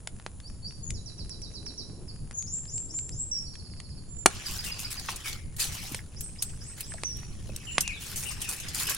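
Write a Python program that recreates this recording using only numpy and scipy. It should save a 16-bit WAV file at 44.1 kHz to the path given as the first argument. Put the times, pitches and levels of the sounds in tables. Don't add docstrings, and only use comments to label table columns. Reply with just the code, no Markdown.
import sys
import numpy as np
from scipy import signal
from scipy.fft import rfft, irfft
from scipy.io import wavfile
from scipy.ndimage import uniform_filter1d, map_coordinates

SR = 44100
rng = np.random.default_rng(int(sys.argv[2]) if len(sys.argv) > 2 else 0)


def wav_out(sig):
    wavfile.write(sys.argv[1], SR, np.round(np.clip(np.atleast_2d(sig).T, -1, 1) * 32767).astype(np.int16))


N = 395577


def gain_of(db):
    return 10 ** (np.asarray(db) / 20)


def unit_rms(x):
    return x / np.sqrt(np.mean(x ** 2) + 1e-20)


def at_frequency(points, hz):
    point_hz, value = np.transpose(points)
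    return np.interp(np.log(hz + 1), np.log(point_hz + 1), value)


def envelope(points):
    return np.interp(np.arange(N) / SR, *np.transpose(points))


def colour(x, spectrum):
    log_gain = np.log(gain_of(at_frequency(spectrum, abs(np.fft.fftfreq(8192, 1 / SR)))))
    taps = np.fft.ifft(np.exp(np.conj(signal.hilbert(log_gain)))).real[:4096]
    return signal.oaconvolve(x, taps[None] / np.linalg.norm(taps), axes=1)[:, :x.shape[1]]


def resonate(x, hz, q):
    return signal.lfilter(*signal.iirpeak(hz, q, fs=SR), x)


def noise_pair(size, coherence):
    a, b = rng.standard_normal((2, size))
    return np.array([a, coherence * a + np.sqrt(1 - coherence ** 2) * b])


def wander(size, per_s):
    steps = np.arange(size) * per_s / SR
    return map_coordinates(rng.standard_normal(4096), [steps], order=3, mode="wrap")


def panned(side_db):
    return gain_of([[side_db / 2], [-side_db / 2]])


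def add(mix, start_s, sound):
    part = mix[:, max(round(start_s * SR), 0):][:, :sound.shape[-1]]
    part += sound[..., :part.shape[1]]


def burst(decay_s, coherence, rise_s=0.00022):
    t = np.arange(SR // 8) / SR
    return .5 * noise_pair(len(t), coherence) * np.exp(-t / decay_s) * (1 - np.exp(-t / rise_s))


def flames_and_breeze():
    # frequency_hz, coherence
    likeness = [(60, 0.65), (400, 0.92), (3000, 0.63), (10000, 0.98)]
    # time_s, level_db
    rumble_levels = [(0.0, -46), (0.82, -42), (.93, -36.5), (1.04, -42), (7.1, -42), (7.35, -37.5),
                     (7.5, -41.5), (8.97, -43)]
    # frequency_hz, relative_db
    rumble_spectrum = [(20, 1.5), (115, -0.5), (180, -7), (260, -16.5), (450, -26.5), (1500, -74)]
    # time_s, level_db
    flare_levels = [(0, -102), (.9, -60), (2.05, -53), (2.3, -83), (2.9, -52.5), (3.6, -74.5), (7, -63)]
    # frequency_hz, relative_db
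    hiss_spectrum = [(200, -1.5), (500, 2.5), (1000, -4), (2000, -12), (6300, -11), (7100, 0.5),
                     (8000, -11), (10500, 4), (11300, -24), (14000, -86)]
    coherence = at_frequency(likeness, np.fft.rfftfreq(N, 1 / SR))
    a, b = rfft(rng.standard_normal((2, N)))
    noise = irfft(np.array([a, coherence * a + np.sqrt(1 - coherence ** 2) * b]), N)
    rumble = unit_rms(colour(noise, rumble_spectrum))
    rumble *= gain_of(envelope(rumble_levels) + 2.56 * wander(N, 22))
    roar_band = signal.butter(2, [160, 400], "band", fs=SR, output="sos")
    roar = unit_rms(signal.sosfilt(roar_band, noise_pair(N, 0.86)))
    roar *= gain_of(envelope(flare_levels) + 2.5 * wander(N, 30))
    hiss = unit_rms(colour(noise[:, ::-1], hiss_spectrum)) * gain_of(-58)
    return rumble + roar + hiss


def forest(x, t60_s, early_db):
    t = np.arange(SR) / SR
    echoes = rng.choice([-1., 1.], (2, SR)) * (rng.random((2, SR)) < 2000 / SR) * (t > .003)
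    echoes *= gain_of(-60 * t / t60_s) + gain_of(early_db) * np.exp(-t / 0.015)
    return signal.oaconvolve(x, echoes / np.linalg.norm(echoes[0]), axes=1)[:, :N]


def syllable(name, pitch_ratio, flutter_hz=115, waver_hz=38, accent_db=3):
    contours = { "rise": [(0, 4480, -20), (.028, 4500, -2), (.044, 4700, -4), (.076, 6000, -2)],
                "seep": [(0, 6840, -3), (.085, 6640, -6)], "flick": [(0, 5600, -6), (.012, 4750, 0),
                (.03, 4150, -3)], "drop": [(0, 6050, -7), (.009, 5500, 3), (.024, 4650, -3),
                (.04, 3950, -6), (.06, 3850, -10)], "sweep": [(0, 4800, -22), (.016, 5200, -12.5),
                (.036, 6500, -18), (.066, 7250, -1), (.1, 7500, 2), (.135, 7420, -14)],
                "high": [(0, 4870, 9.5), (.02, 5600, 0.5), (.045, 7600, 0), (.085, 8450, 7),
                (.12, 7890, -1)], "buzz": [(0, 6360, -4), (.035, 6820, 2.5), (.055, 6650, 14.5),
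                (.1, 6240, -21)], "slur": [(0, 5856, 0.5), (.09, 5410, -8.5), (.125, 5290, -38)],
                "thin": [(0, 7220, 3.5), (.12, 7170, 16), (.17, 7216, -3)], "chip": [(0, 5100, 3),
                (.022, 4650, -5)], "carol": [(0, 3035, 5.5), (.05, 2688, -0.5)], "warble": [(0, 2500, -12),
                (.028, 2850, -4), (.046, 2400, 2), (.055, 2850, -7), (.07, 2480, 1), (.082, 2480, 3),
                (.106, 2030, -1)]}
    flutter_depths = {"buzz": 260, "sweep": 150, "high": 210, "carol": 130}
    time_s, hz, db = np.transpose(contours[name])
    t = np.arange(0, time_s[-1], 1 / SR)
    detuning = 1 + .003 * rng.standard_normal()
    pitch = pitch_ratio * detuning * np.interp(t, time_s, hz) + waver_hz * wander(len(t), 293)
    pitch += flutter_depths.get(name, 0) * np.sin(2 * np.pi * flutter_hz * t)
    accents = unit_rms(gain_of(accent_db * wander(len(t), 130)))
    amplitude = gain_of(np.interp(t, time_s, db)) * accents * signal.windows.tukey(len(t), .15)
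    return np.sqrt(2) * np.sin(2 * np.pi * np.cumsum(pitch) / SR) * amplitude


def birds():
    # start_s, syllable, pitch_ratio, level_db, side_db
    single_notes = [(0.417, "rise", 1, -46, 0), (0.619, "rise", .995, -36, -0.5),
                    (3.112, "sweep", 1.02, -33, 1), (5.245, "carol", 0.77, -43.5, 2),
                    (7.818, "warble", 1, -36.5, 8), (7.935, "carol", 1.27, -51, -7),
                    (8.175, "thin", 1.165, -57, 10), (8.254, "carol", 0.96, -48, 14),
                    (8.442, "carol", 0.9, -45.5, 6.5), (0.826, "seep", 1, -38, 4),
                    (2.075, "flick", 1.02, -48, -2.5), (2.336, "buzz", 1.005, -39.5, 2.5),
                    (3.31, "slur", 0.985, -27, -3), (4.081, "thin", 1, -55.5, -8),
                    (4.658, "carol", 0.95, -43, 4), (7.04, "slur", 1.025, -30.5, -4),
                    (7.635, "thin", 1.005, -53, -3), (7.668, "carol", 0.98, -47.5, 14.5)]
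    # first_s, last_s, interval_s, syllable, pitch_ratio, first_db, last_db, side_db
    trills = [(0.936, 1.774, .1197, "drop", 1.015, -44.5, -39.5, -5),
              (2.458, 2.885, .214, "sweep", 1, -30.5, -31.5, 1),
              (3.446, 3.958, .0637, "flick", 1.01, -51, -53.5, -3.5),
              (4.461, 4.974, .129, "chip", .99, -32, -34, -2.5),
              (6.158, 6.827, .224, "high", 1, -49.5, -50, -1)]
    echo_levels = {"chip": -6, "high": 5, "flick": 6, "sweep": 2, "drop": 2, "carol": 3}
    direct, scattered = np.zeros((2, 2, N))
    notes = list(single_notes)
    for first_s, last_s, interval_s, name, pitch_ratio, first_db, last_db, side_db in trills:
        count = round((last_s - first_s) / interval_s) + 1
        for start_s, db in np.linspace((first_s, first_db), (last_s, last_db), count):
            notes.append((start_s, name, pitch_ratio, db, side_db))
    for start_s, name, pitch_ratio, db, side_db in notes:
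        sound = gain_of(db) * panned(side_db) * syllable(name, pitch_ratio)
        lag = round(-3 * np.tanh(side_db / 2))
        add(direct, start_s, np.array([np.roll(sound[0], lag), sound[1]]))
        add(scattered, start_s, gain_of(echo_levels.get(name, 0)) * sound)
    return direct, scattered


def knocks():
    # start_s, ring_hz, peak_db
    taps = [(5.086, 1050, -24), (5.087, 2200, -22), (5.915, 260, -35), (5.99, 2000, -32),
            (6.919, 1700, -33), (6.94, 600, -36), (6.981, 1700, -36), (7.492, 450, -34)]
    out = np.zeros((2, N))
    for start_s, hz, db in taps:
        ring = resonate(resonate(burst(.005, coherence=.9), hz, q=2), hz, q=2)
        add(out, start_s, gain_of(db) * ring / abs(ring).max())
    return out


def burning_wood(puff_s=0.00028, faint_ticks_per_s=42):
    # start_s, crack_db, decay_s, puff_db
    pops = [(0.0732, -13, 0.0016, -25.5), (0.264, -30, 0.0038, -15), (2.311, -24, 0.001, -29),
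            (4.2595, 4.5, 0.0016, 6), (4.2613, 4.5, 0.0025, -20), (5.946, -14, 0.0026, -22),
            (7.035, -5.5, 0.00087, -33), (7.782, -3.5, 0.002, -1)]
    # start_s, level_db, ring_hz
    ticks = [(.198, -25.5, 2020), (0.401, -23.5, 3530), (.708, -29.5, 2500), (.905, -11, 6050),
             (1.191, -33, 3000), (1.294, -21, 8200), (1.417, -26, 8000), (1.514, -31, 3000),
             (1.665, -25, 2450), (2.424, -19.5, 6100), (2.654, -27.5, 3060), (2.779, -21, 6200),
             (2.988, -19, 4040), (3.092, -19.5, 7000), (3.554, -23, 3000), (3.736, -32, 2500),
             (3.801, -18.5, 4140), (6.938, -20.5, 4960), (7.232, -26.5, 1960), (7.877, -7, 5900)]
    # frequency_hz, relative_db
    crack_spectrum = [(60, 23.5), (150, 14), (500, 8.5), (780, 5), (1050, 5.5), (2200, 6), (3200, 2.5),
                      (6000, 3.5), (10500, 5.5), (11300, -23), (14000, -114)]
    cracks, puffs = np.zeros((2, 2, N))
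    u = np.arange(SR // 50) / SR / puff_s
    blast_wave = (1 - u) * np.exp(-u)
    for start_s, crack_db, decay_s, puff_db in pops:
        highpass = signal.butter(1, 130 * gain_of(-.5 * puff_db), "high", fs=SR)
        crack = signal.lfilter(*highpass, burst(decay_s, coherence=0.84, rise_s=0.000082))
        add(cracks, start_s, gain_of(crack_db) * crack)
        add(puffs, start_s, gain_of(puff_db) * blast_wave)
    for start_s, db, hz in ticks:
        add(cracks, start_s, gain_of(db) * resonate(burst(0.0018, coherence=0.78), hz, q=1))
    faint_db = -48 + 5 * np.minimum(rng.exponential(1, N), 2.8)
    impulses = gain_of(faint_db) * (rng.random(N) < faint_ticks_per_s / SR)
    cracks += signal.oaconvolve(impulses[None], burst(0.0012, coherence=0.43), axes=1)[:, :N]
    puffs = signal.sosfilt(signal.butter(6, 7000, fs=SR, output="sos"), puffs)
    return colour(cracks, crack_spectrum) + puffs


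def press(start_s, length_s, attack_s=0.018, release_s=0.03):
    t = np.arange(N) / SR - start_s
    return np.clip(t / attack_s, 0, 1) * np.exp(-np.clip((t - length_s) / release_s, 0, 20))


def buckling(drive, onset_s, per_s, spread_db, decay_s, coherence, ring_db, band_hz, facets=24):
    busy_db, least_share = -49, 0.25
    t, out = np.arange(SR // 25) / SR, np.zeros((2, N))
    for hz in np.geomspace(*band_hz, facets):
        phase = rng.random((2, 1)) * (1 - coherence)
        ring = np.sin(2 * np.pi * (hz * t + phase)) * np.exp(-t / (2 * decay_s))
        click = burst(decay_s, coherence, rise_s=.0001)[:, :len(t)] + gain_of(ring_db) * ring
        click = unit_rms(click) / np.sqrt(t[-1] * per_s)
        gaps, sizes = rng.exponential(1, (2, 1024))
        times = onset_s + np.cumsum(gaps) * facets / per_s
        strain_db = 3 * np.interp(times * 14, np.arange(256), rng.standard_normal(256))
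        drive_now = drive[np.minimum((times * SR).astype(int), N - 1)]
        share = np.clip(drive_now / gain_of(busy_db), least_share, 1)
        strengths = unit_rms(gain_of(spread_db * np.minimum(sizes, 3.4) + strain_db))
        gains = strengths * drive_now / np.sqrt(share)
        buckles = (rng.random(len(times)) < share) & (times < N / SR)
        for start_s, gain in zip(times[buckles], gains[buckles]):
            add(out, start_s, gain * click)
    return out


def flexing(x, depth_db=3):
    spectra = signal.stft(x)[2]
    patches = uniform_filter1d(rng.standard_normal(spectra.shape[1:]), size=4, axis=0)
    patches = uniform_filter1d(patches, size=11)
    gains = unit_rms(gain_of(depth_db * unit_rms(patches)))
    return signal.istft(spectra * gains)[1][:, :N]


def foil(loose_crinkle_db=-9):
    # time_s, rustle_db
    handling = [(4.3, -45), (5.33, -46.5), (5.5, -70.5), (5.7, -42.5), (5.95, -52), (6.08, -65),
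                (6.45, -56.5), (7.35, -57), (7.9, -50), (8.97, -42.5)]
    # start_s, length_s, crinkle_db, rustle_db
    presses = [(4.446, 0.14, -40, -47.5), (4.629, 0.031, -35, -43.5), (4.778, 0.027, -34.5, -43),
               (4.897, 0.014, -31.5, -49), (5.078, 0.023, -38.5, -40), (5.236, 0.062, -39, -43),
               (5.577, 0.077, -34, -41.5), (5.713, 0.039, -38, -48), (5.789, 0.18, -46, -47),
               (6.763, 0.046, -48.5, -50), (7.993, 0.14, -42.5, -47.5), (8.147, 0.12, -40.5, -47),
               (8.398, 0.037, -40, -47), (8.468, 0.079, -37.5, -44), (8.731, 0.094, -34.5, -38),
               (8.869, 0.042, -44, -33)]
    # start_s, level_db, decay_s, ring_hz
    creases = [(4.995, -21, .004, 5000), (5.06, -25, 0.0026, 7000), (5.159, -24, 0.008, 7800),
               (5.328, -24.5, 0.0059, 4500), (5.564, -28, 0.0076, 12000), (5.598, -17.5, 0.036, 6460),
               (5.92, -24.5, 0.0041, 14000), (6.207, -20.5, 0.0066, 12000), (6.422, -10.5, 0.0067, 8600),
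               (6.806, -17.5, 0.0051, 13400), (7.169, -30.5, 0.0036, 10900), (7.562, -13.5, 0.0021, 7600),
               (7.806, -11, .0079, 7500), (8.157, -26, .05, 8600), (8.312, -27, 0.017, 7400),
               (8.416, -18.5, 0.0075, 10000), (8.489, -19.5, 0.011, 9400), (8.599, -25.5, 0.012, 7000),
               (8.683, -23, 0.012, 4900), (8.746, -11.5, 0.0025, 10700), (8.795, -21.5, 0.028, 13500),
               (8.832, -11, .0022, 10000), (8.869, -20, .008, 11000), (8.894, -16, .017, 11800),
               (8.946, -14, 0.003, 9000)]
    # frequency_hz, relative_db
    crinkle_spectrum = [(200, -33), (2500, -8), (4500, -5), (7000, -4), (10000, -3.5), (13000, -8),
                        (16000, -11)]
    # frequency_hz, relative_db
    rustle_spectrum = [(100, -17), (300, 2.5), (600, -2.5), (1400, -1), (2300, 5), (3500, 1), (6000, 5),
                       (10000, -4), (13000, -61)]
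    sheet_db, onset_s = envelope(handling), handling[0][0]
    crinkle_power = gain_of(sheet_db + loose_crinkle_db) ** 2
    rustle_power = gain_of(sheet_db) ** 2
    for start_s, length_s, crinkle_db, rustle_db in presses:
        force = press(start_s, length_s)
        crinkle_power += (gain_of(crinkle_db) * force) ** 2
        rustle_power += (gain_of(rustle_db) * force) ** 2
    crinkle = buckling(np.sqrt(crinkle_power), onset_s, per_s=1500, spread_db=3.5, decay_s=.0016,
                       coherence=.55, ring_db=-17, band_hz=(3000, 13000))
    rustle = buckling(np.sqrt(rustle_power), onset_s, per_s=2000, spread_db=2.8, decay_s=.003,
                      coherence=.4, ring_db=-14, band_hz=(750, 5000))
    for start_s, db, decay_s, hz in creases:
        snap = burst(decay_s, coherence=0.26, rise_s=0.0012)
        add(crinkle, start_s, gain_of(db) * (.5 * snap + resonate(snap, hz, q=2)))
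    sheet = colour(crinkle, crinkle_spectrum) + colour(rustle, rustle_spectrum)
    return panned(side_db=0.5) * flexing(sheet)


def scene():
    near = foil() + burning_wood() + knocks()
    reflections = gain_of(-15) * forest(near, t60_s=0.11, early_db=7)
    tail = gain_of(-23.5) * forest(near, t60_s=0.3, early_db=-14)
    direct, scattered = birds()
    song = gain_of(-3) * direct + gain_of(-3.5) * forest(scattered, t60_s=.62, early_db=1)
    return near + reflections + tail + song + flames_and_breeze()


def record(dry, cutoff_hz=16200):
    lowpass = signal.firwin(511, cutoff_hz, window=("kaiser", 9), fs=SR)
    return signal.oaconvolve(np.clip(dry, -1, 1), lowpass[None], "same")


dry = scene()
out = record(dry)
wav_out(out)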